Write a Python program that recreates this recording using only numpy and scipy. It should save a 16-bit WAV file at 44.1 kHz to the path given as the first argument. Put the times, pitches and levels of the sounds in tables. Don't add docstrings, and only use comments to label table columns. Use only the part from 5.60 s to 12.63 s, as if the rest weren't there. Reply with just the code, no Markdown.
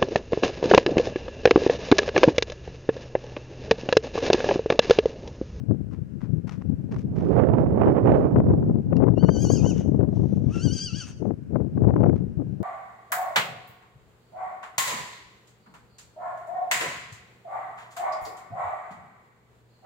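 import sys
import numpy as np
from scipy import signal
from scipy.fft import rfft, irfft, next_fast_len
from scipy.io import wavfile
from scipy.ndimage import uniform_filter1d

SR = 44100
rng = np.random.default_rng(int(sys.argv[2]) if len(sys.argv) > 2 else 0)


def to_wav(sig):
    pcm = np.clip(np.atleast_2d(sig), -1, 1) * 32767
    pcm = np.round(pcm).astype(np.int16)
    wavfile.write(sys.argv[1], SR, pcm.T)


N = 310023
TIME = np.arange(N) / SR


def amp(db):
    return 10 ** (np.asarray(db) / 20)


def unit_rms(x):
    return x / np.sqrt(np.mean(x ** 2) + 1e-20)


def spectrum_db(spectrum, hz):
    points_hz, db = np.transpose(spectrum)
    return np.interp(np.log(hz + 1), np.log(np.sort(points_hz) + 1), db)


def curves(rows):
    times, *columns = np.transpose(rows)
    return [np.interp(TIME, times, column) for column in columns]


def during(rows, fade_s=.0081):
    return np.clip(np.minimum(TIME - rows[0][0], rows[-1][0] - TIME) / fade_s, 0, 1)


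def bump(s, half_s):
    return np.exp(-np.minimum(((TIME - s) / half_s) ** 2, 100) / 2)


def wander(rate_hz, size=N):
    lowpass = signal.butter(2, rate_hz, fs=SR, output="sos")
    return unit_rms(signal.sosfilt(lowpass, rng.standard_normal(size)))


def coloured(x, spectrum):
    size = next_fast_len(N + 4000)
    gain = unit_rms(amp(spectrum_db(spectrum, np.fft.rfftfreq(size, 1 / SR))))
    return irfft(rfft(x, size) * gain, size)[:N]


def noise(spectrum):
    return coloured(rng.standard_normal(N), spectrum)


def filtered(x, gains, lag_s=0):
    size = next_fast_len(N + 4000)
    hz = np.fft.rfftfreq(size, 1 / SR)
    response = amp(spectrum_db(gains, hz)) * np.exp(-2j * np.pi * hz * lag_s)
    return irfft(rfft(x, size) * response, size)[:N]


def tilted(x, slope_db, pivot_hz):
    size = next_fast_len(N)
    octave = np.clip(np.log2(np.fft.rfftfreq(size, 1 / SR) / pivot_hz + 1e-9), -1, 3)
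    bins = rfft(x, size)
    return sum(irfft(bins * np.maximum(1 - abs(octave - k), 0), size)[:N] * amp(k * slope_db)
               for k in range(-1, 4))


def resonate(x, hz, width_hz):
    turn = np.exp(2j * np.pi * np.cumsum(hz) / SR)
    pole = np.exp(-np.pi * width_hz / SR)
    return 2 * (turn * signal.lfilter([1 - pole], [1, -pole], x / turn)).real


# (frequency [Hz], relative level [dB])
VALLEY_SPECTRUM = [(180, -29), (300, -8.5), (509, -12), (769, -25.5), (1110, -30), (1540, -25),
                   (1970, -32.5), (2790, -34), (3400, -42.5), (5390, -41.5), (15500, -53.5)]


def valley_hiss(level_db=-58):
    shared = noise(VALLEY_SPECTRUM)
    return amp(level_db) * np.array([unit_rms(.42 * shared + noise(VALLEY_SPECTRUM)) for _ in range(2)])


# (time [s], rumble level [dB])
LEFT_BREEZE = [(0, -25), (.47, -33.5), (.95, -27.5), (1.8, -27.5), (2.051, -22), (2.68, -24.5), (2.87, -17),
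               (3.16, -19.5), (3.281, -27), (3.33, -17.5), (4.08, -18), (4.31, -21), (4.6, -19),
               (5.08, -26), (5.23, -35.5), (5.86, -34.5), (6.13, -28), (6.36, -18.5), (6.72, -25),
               (7.03, -31.5)]
RIGHT_BREEZE = [(0, -47.5), (.85, -50), (1.43, -34.5), (1.55, -22.5), (1.68, -19), (2.45, -19),
                (2.661, -23), (2.88, -19.5), (3.221, -26.5), (3.7, -31.5), (4.1, -27.5), (4.35, -31.5),
                (4.9, -31), (5.3, -41.5), (6.06, -42), (6.22, -25.5), (7.03, -43)]
# (port, time [s], half length [s], rumble [dB], flutter [dB])
PORT_GUSTS = [("left", 0.11, 0.013, -14.5, -27.5), ("left", 0.697, 0.03, -19, -40.5),
              ("left", 1.11, .018, -17.5, -41), ("left", 2.28, 0.012, -24.5, -25.5),
              ("left", 2.51, 0.045, -22, -25.5), ("left", 2.77, 0.016, -19, -23),
              ("left", 3.327, 0.012, -16, -17), ("left", 3.42, .03, -22, -22.5),
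              ("left", 3.65, 0.023, -17.5, -21), ("left", 4.41, .04, -20, -25),
              ("left", 4.79, 0.028, -15.5, -30.5), ("left", 5.04, 0.041, -23, -35),
              ("left", 5.34, 0.013, -23, -49.5), ("left", 5.655, 0.031, -22, -28.5),
              ("left", 5.98, 0.034, -18.5, -27), ("left", 6.25, 0.041, -15.5, -23.5),
              ("left", 6.35, 0.035, -21, -22), ("left", 6.445, .014, -20.5, -17),
              ("left", 6.49, 0.035, -18.5, -28.5), ("left", 6.81, 0.014, -26, -34),
              ("left", 7.008, .007, -20, -29), ("right", 1.34, 0.019, -31, -34),
              ("right", 1.798, 0.053, -28, -15.5), ("right", 1.987, 0.037, -22, -18.5),
              ("right", 2.232, 0.051, -28, -13), ("right", 2.375, .018, -29.5, -14.5),
              ("right", 2.49, 0.029, -27.5, -11), ("right", 2.584, 0.062, -32.5, -15.5),
              ("right", 6.4, 0.059, -28, -36)]


def wind_strength(port, breeze, flutter_gap_db, turbulent_db, growth):
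    breeze_db = curves(breeze)[0]
    rumble_power = amp(breeze_db) ** 2
    turbulence_db = growth * np.maximum(breeze_db - turbulent_db, 0)
    flutter_power = amp(breeze_db + flutter_gap_db + turbulence_db) ** 2
    for side, s, half_s, rumble_db, flutter_db in PORT_GUSTS:
        if side == port:
            swell = bump(s, half_s * np.where(TIME < s, .71, 1.25))
            rumble_power += amp(rumble_db) ** 2 * swell
            flutter_power += amp(flutter_db) ** 2 * swell
    return 10 * np.log10(rumble_power), 10 * np.log10(flutter_power)


# (frequency [Hz], relative level [dB])
RUMBLE_SPECTRUM = [(20, -38.5), (40, -22), (65, -5.5), (110, 2), (190, -0.5), (280, -9.5), (400, -22.5),
                   (700, -55), (2000, -89)]
FLUTTER_SPECTRUM = [(100, -25.5), (250, 1.5), (450, -0.5), (650, -6.5), (1000, -15.5), (2000, -35),
                    (3000, -47.5), (4200, -72), (9000, -89)]
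PORT_BUFFETS = {"left": [(2.273, -11), (2.762, -10.5), (2.803, -14.5), (3.029, -20.5), (3.099, -22.5),
                (3.328, -16), (3.404, -18.5), (3.438, -19), (3.486, -16), (3.578, -18.5), (3.628, -16),
                (3.692, -10), (3.851, -19.5), (3.903, -15), (4.048, -17.5), (4.064, -18.5), (4.349, -24),
                (4.411, -18.5), (5.629, -26.5), (5.655, -22), (5.708, -18.5), (5.96, -15), (6.178, -18.5),
                (6.307, -17), (6.364, -14.5), (6.438, -12), (6.497, -15.5), (6.8, -26), (6.82, -25)],
                "right": [(1.798, -14), (1.837, -12.5), (1.937, -17.5), (1.985, -15), (2.218, -11),
                (2.476, -10)]}


def wind(strength, buffets, rumble_lumps_db, eddy_lumps_db, eddies_per_s, sharpening, edge_db, hollow_db):
    rumble_db, flutter_db = strength
    lumps = 2 * np.tanh(.44 * wander(25) + .33 * wander(89))
    eddies = unit_rms(np.sign(rng.standard_normal(N)) * (rng.random(N) < eddies_per_s / SR))
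    power = amp(flutter_db - 3.5 + eddy_lumps_db * lumps) ** 2
    kicks = np.sqrt(power) * unit_rms(eddies + .77 * rng.standard_normal(N))
    for s, db in buffets:
        flurry = amp(db) * bump(s, half_s=.0039)
        kicks += .76 * flurry * rng.standard_normal(N)
        kicks[round(s * SR)] += amp(db) * np.sqrt(.0025 * SR) * rng.choice([-1, 1])
        power += flurry ** 2
    slope_db = edge_db + sharpening * np.clip(10 * np.log10(power) + 18, -12, 3)
    flutter = coloured(tilted(kicks, slope_db, pivot_hz=505), FLUTTER_SPECTRUM)
    flutter = filtered(flutter, [(330, .00076), (530, hollow_db), (760, .0025)])
    push = amp(rumble_db - 1.2 + rumble_lumps_db * lumps) * rng.standard_normal(N)
    return coloured(push, RUMBLE_SPECTRUM) + flutter


# (time [s], level [dB], dying time [s], brightness [dB/octave], left over right [dB])
FOOTFALLS = [(.308, -55, 0.049, -4, 7), (.604, -52, 0.053, -4.5, 6), (.605, -46, 0.0042, -8, 5),
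             (.868, -50.5, 0.022, -0.5, 8), (.879, -44, .003, -4, 7), (.892, -39.5, 0.0053, -3, 7),
             (.905, -50.5, 0.055, -2.5, 9), (1.012, -44, 0.0094, -7.5, 7), (1.31, -51, 0.038, -3, 6),
             (1.344, -39, .002, -2, -12), (1.361, -42, 0.006, -6, 6), (1.375, -54, 0.037, 0.5, 9),
             (1.55, -51, 0.15, -4, 5), (3.366, -40, 0.0032, -1, 3), (6.551, -56, 0.046, -5, 8)]
# (frequency [Hz], relative level [dB])
DIRT_SPECTRUM = [(150, -10), (500, -0.5), (1000, 10.5), (2400, 3.5), (3800, -4), (6000, -2), (8500, -17),
                 (15000, -26.5)]


def steps(grit_db=3, rise_s=.008, grain_hz=500, stones_per_s=350):
    out = np.zeros((2, N))
    t = np.arange(SR // 2) / SR
    hz = np.fft.rfftfreq(len(t), 1 / SR)
    for s, db, dying_s, bright_db, left_db in FOOTFALLS:
        shared, left, right = rng.standard_normal((3, len(t)))
        crumbs = (.46 * shared + np.array([left, right])) * amp(grit_db * wander(grain_hz, len(t)))
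        stones = rng.standard_normal(len(t)) * (rng.random(len(t)) < stones_per_s / SR)
        pan = amp([[left_db / 2], [-left_db / 2]])
        crunch = (unit_rms(crumbs) + 1.1 * unit_rms(stones)) * pan
        colour = amp(spectrum_db(DIRT_SPECTRUM, hz) + bright_db * np.log2((hz + 100) / 2500))
        grains = unit_rms(irfft(rfft(crunch) * colour, len(t)))
        swell = (1 - np.exp(-t / min(rise_s, dying_s / 2))) * np.exp(-(t / dying_s) ** 1.6)
        start = round(s * SR)
        out[:, start:start + len(t)] += (amp(db) * grains * swell / swell.max())[:, :N - start]
    return out


# (time [s], frequency [Hz], level [dB])
PORT_NOTE = [(1.5, 349, -88), (1.64, 329, -27), (1.78, 486, -19.5), (1.85, 499, -23), (1.93, 470, -33.5),
             (2, 299, -22.5), (2.09, 280, -34.5), (2.25, 396, -23), (2.42, 353, -29.5), (2.5, 635, -22),
             (2.58, 594, -21), (2.68, 395, -38), (2.8, 353, -90)]


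def port_roar(width_hz=130):
    hz, db = curves(PORT_NOTE)
    note = resonate(rng.standard_normal(N), hz, width_hz)
    return amp(db) * unit_rms(resonate(note, hz, width_hz))


# (frequency [Hz], relative level [dB])
OBJECT_MODES = [(2756, -2.5), (4544, -13), (5496, -9.5)]


def clink(s=3.366, db=-40, t60_s=.035):
    t = np.maximum(TIME - s, 0)
    ring = sum(amp(db + mode_db - 60 * t / t60_s) * np.sin(2 * np.pi * hz * t)
               for hz, mode_db in OBJECT_MODES)
    return ring * (1 - np.exp(-t / .002))


def quaver(pitch):
    times, turning_hz = np.transpose(pitch)
    turns = np.arange(len(times))
    place = np.interp(TIME, times, turns)
    eased = np.floor(place) + (1 - np.cos(np.pi * (place % 1))) / 2
    hz = np.interp(eased, turns, turning_hz)
    return hz, hz / uniform_filter1d(hz, SR // 8) - 1


def whinny(pitch, effort, throat, break_s, break_half_s, jitter, shimmer, fray_hz, stutter_db,
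           blur_multiple):
    gate = during(effort)
    on = gate > 0
    size = on.sum()
    hz, swing = (curve[on] for curve in quaver(pitch))
    hz = hz * (1 + jitter * wander(160, size))
    tone_db, rasp_db, air_db, bright_db = (curve[on] for curve in curves(effort))
    surge = 1 + swing
    bright_db = bright_db + 16.5 * swing
    under_db = -5 - 22 * np.exp(-np.arange(size) / SR / .13)
    quarters_db = -12 + 10 * bump(break_s, break_half_s)[on] ** 2
    phase = 2 * np.pi * np.cumsum(hz) / SR
    slip = .2 * wander(90, size)
    folds = np.zeros(N)
    for multiple in np.arange(.75, 9.1, .25):
        fray = wander(fray_hz, size) + 1j * wander(fray_hz, size)
        blur = 1 / (1 + (blur_multiple / multiple) ** 8)
        tone = np.sqrt(1 - blur) * (1 + shimmer * wander(60, size)) + np.sqrt(blur) * wander(500, size)
        rasp = amp(rasp_db - 8) * fray * multiple / 4
        partial = amp(tone_db + 1.5 * wander(20, size)) * tone + rasp
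        if multiple % 1:
            is_quarter = multiple % .5 > 0
            partial *= amp(under_db + quarters_db * is_quarter + 4 * wander(35, size))
            partial *= min(multiple / 3.5, 1) ** 1.7 * np.exp(1j * slip * multiple)
        partial *= amp(bright_db * np.log2(np.maximum(multiple * hz / 3000, 1)))
        carrier = np.exp(1j * (multiple * phase + 2 * np.pi * rng.random()))
        folds[on] += np.sqrt(2) * (partial * carrier).real
    puffs = (1 + np.cos(phase / 4)) * amp(2.5 * wander(100, size))
    folds[on] += amp(air_db) * puffs * rng.standard_normal(size)
    spent = np.clip((TIME[on] - break_s) / .14, 0, 1)
    stutter = amp(stutter_db * spent * (np.tanh(wander(80, size)) - .4))
    folds[on] *= surge * stutter
    return filtered(gate * folds, throat)


# (time [s], pitch [Hz])
FIRST_QUAVER = [(3.57, 1385), (3.62, 1541), (3.664, 1457), (3.715, 1570), (3.772, 1507), (3.824, 1630),
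                (3.876, 1452), (3.936, 1655), (4.008, 1231), (4.085, 1545), (4.158, 1000), (4.25, 950)]
SECOND_QUAVER = [(4.89, 1132), (4.95, 1370), (4.988, 1339), (5.048, 1596), (5.092, 1457), (5.148, 1622),
                 (5.182, 1550), (5.245, 1615), (5.314, 1321), (5.384, 1665), (5.448, 1290), (5.48, 1670),
                 (5.55, 1382)]
# (time [s], tone [dB], rasp [dB], air [dB], brightness [dB/octave])
FIRST_EFFORT = [(3.55, -71, -88, -89, -25), (3.58, -40.5, -67, -72, -25), (3.64, -44.5, -62, -68, -19),
                (3.71, -41.5, -62, -68, -13), (3.77, -41, -56, -65, -6.5), (3.82, -38, -60, -62, -4),
                (3.93, -37.5, -55, -60, -5), (3.98, -37.5, -47, -55, -7.5), (4.02, -39, -44, -53.5, -14.5),
                (4.1, -37.5, -43, -49, -9), (4.134, -39, -43, -50, -13.5), (4.16, -52, -54, -65, -17.5),
                (4.18, -50, -49, -48, -9.5), (4.21, -49.5, -50.5, -59, -13.5),
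                (4.25, -78, -72, -74.5, -16.5)]
SECOND_EFFORT = [(4.85, -75, -74, -70.5, -12), (4.92, -49, -48, -48, -17), (5, -38.5, -43, -42, -7),
                 (5.12, -41, -51.5, -49.5, -1), (5.19, -36, -38.5, -32.5, -1.5),
                 (5.25, -37, -51.5, -51, -2.5), (5.33, -39, -49, -49, -11.5),
                 (5.41, -35.5, -40.5, -36.5, -6), (5.44, -41, -41.5, -37, -5), (5.46, -56, -50, -50, 1),
                 (5.51, -59.5, -54, -47.5, 2.5), (5.55, -72, -71, -63.5, -2)]
# (frequency [Hz], gain [dB])
FIRST_THROAT = [(700, -53.5), (1500, -19.5), (2100, -26.5), (2450, -12.5), (3050, -11), (3500, -29),
                (3720, -22.5), (3950, -41.5), (4440, -6), (5150, -8.5), (5800, 0.5), (6600, 4), (7200, -6),
                (7800, -20), (10200, -26), (11200, -20), (12100, -41), (15000, -45.5)]
SECOND_THROAT = [(700, -13), (1400, -14), (2000, -20), (2900, -2.5), (3500, -16), (3950, -24), (4350, -7),
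                 (4750, 1), (5100, -14.5), (5600, -1), (6450, -3.5), (6900, -13), (7500, -20),
                 (8200, -18.5), (9300, -25), (10100, -38), (12500, -49.5)]
# (frequency [Hz], gain [dB])
LOW_RESONANCE = [(1600, -1), (2300, -41)]
HIGH_RESONANCE = [(3600, -37), (4100, 0), (4950, 0), (5500, -40.5)]
# (time [s], low gain [dB], high gain [dB])
RESONANCE_GAINS = [(3.72, 0, 4), (3.79, 0, -1), (3.96, 0, 1), (4.08, 0, -8.5), (4.93, 10.5, -9),
                   (5.05, -2, -1), (5.25, -4.5, 4), (5.4, -1, 0), (5.45, 5, -10)]


def calls():
    first = whinny(FIRST_QUAVER, FIRST_EFFORT, FIRST_THROAT, break_s=4.005, break_half_s=.116,
                   jitter=.0025, shimmer=.3, fray_hz=70, stutter_db=5, blur_multiple=9)
    second = whinny(SECOND_QUAVER, SECOND_EFFORT, SECOND_THROAT, break_s=5.388, break_half_s=.077,
                    jitter=.0045, shimmer=.36, fray_hz=170, stutter_db=3, blur_multiple=6.8)
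    voice = first + second
    for db, band in zip(curves(RESONANCE_GAINS), (LOW_RESONANCE, HIGH_RESONANCE)):
        voice += (amp(db) - 1) * filtered(voice, band)
    return voice


# (delay [s], level [dB])
WALL_ECHOES = [(.045, -20.5), (.1, -21.5), (.17, -22.5)]


def paddock(voice, near_t60_s=.11, far_t60_s=.59, far_db=-17, tail_db=-12, smear_s=.012):
    t = np.arange(SR // 2) / SR
    fading = amp(-60 * t / near_t60_s) + amp(far_db - 60 * t / far_t60_s)
    taps = rng.standard_normal((2, len(t))) * (rng.random((2, len(t))) < 1500 / SR)
    taps *= (t > .004) * fading
    taps *= amp(tail_db) / np.linalg.norm(taps, axis=1, keepdims=True)
    for delay_s, db in WALL_ECHOES:
        echo = rng.standard_normal(taps.shape) * np.exp(-abs(t - delay_s) / smear_s)
        taps += amp(db) * echo / np.linalg.norm(echo, axis=1, keepdims=True)
    return signal.fftconvolve(voice[None], taps, axes=1)[:, :N]


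# (time [s], half length [s], level [dB])
HOARSE_BURSTS = [(4.19, .03, -51), (4.96, 0.037, -51.5), (5.48, .03, -49)]
# (frequency [Hz], relative level [dB])
HOARSE_SPECTRUM = [(700, -8), (1350, 1.5), (2200, -6), (2850, 2.5), (4100, -13), (5100, -10), (5900, 5),
                   (7600, -17.5), (12000, -36)]


def hoarse_air(rattle_hz=170, rattle_db=4):
    level = sum(amp(db) * bump(s, half_s) for s, half_s, db in HOARSE_BURSTS)
    rattle = amp(rattle_db * np.tanh(wander(rattle_hz)))
    return coloured(level * unit_rms(rattle * rng.standard_normal(N)), HOARSE_SPECTRUM)


# (time [s], level [dB])
HUFF_LEVEL = [(4.49, -76), (4.56, -62), (4.63, -66), (4.67, -67), (4.77, -64), (4.81, -73), (4.87, -65)]
# (frequency [Hz], relative level [dB])
NOSTRIL_SPECTRUM = [(800, -0.5), (1600, -11), (3000, -6.5), (4900, -11), (6100, 1), (7500, -23),
                    (10000, -23.5), (13000, -34)]


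def huff():
    level = amp(curves(HUFF_LEVEL)[0] + 2 * wander(50))
    return during(HUFF_LEVEL) * level * noise(NOSTRIL_SPECTRUM)


# (frequency [Hz], gain [dB])
FAR_PORT_SHADE = [(3000, -3.5), (4500, -1.5), (6000, -12.5), (7200, -7), (9000, 3)]


def horse():
    voice = calls() + hoarse_air() + huff()
    far_port = filtered(voice, FAR_PORT_SHADE, lag_s=.000011)
    return np.array([voice, far_port]) + paddock(voice)


def scene():
    strength = wind_strength("left", LEFT_BREEZE, flutter_gap_db=-20.5, turbulent_db=-29.5, growth=.95)
    left = wind(strength, PORT_BUFFETS["left"], rumble_lumps_db=5, eddy_lumps_db=6,
                eddies_per_s=400, sharpening=.59, edge_db=-1.95, hollow_db=.5)
    strength = wind_strength("right", RIGHT_BREEZE, flutter_gap_db=-14.5, turbulent_db=-27, growth=1.64)
    right = wind(strength, PORT_BUFFETS["right"], rumble_lumps_db=2.5, eddy_lumps_db=2,
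                 eddies_per_s=600, sharpening=.44, edge_db=.5, hollow_db=1)
    return np.array([left, right + port_roar()]) + horse() + steps() + clink() + valley_hiss()


def record(dry):
    rounded = dry / (1 + (dry / .8) ** 6) ** (1 / 6)
    lowpass = signal.firwin(511, 15750, window=("kaiser", 9), fs=SR)
    return signal.oaconvolve(rounded, lowpass[None], "same")


dry = scene()
out = record(dry)
to_wav(out)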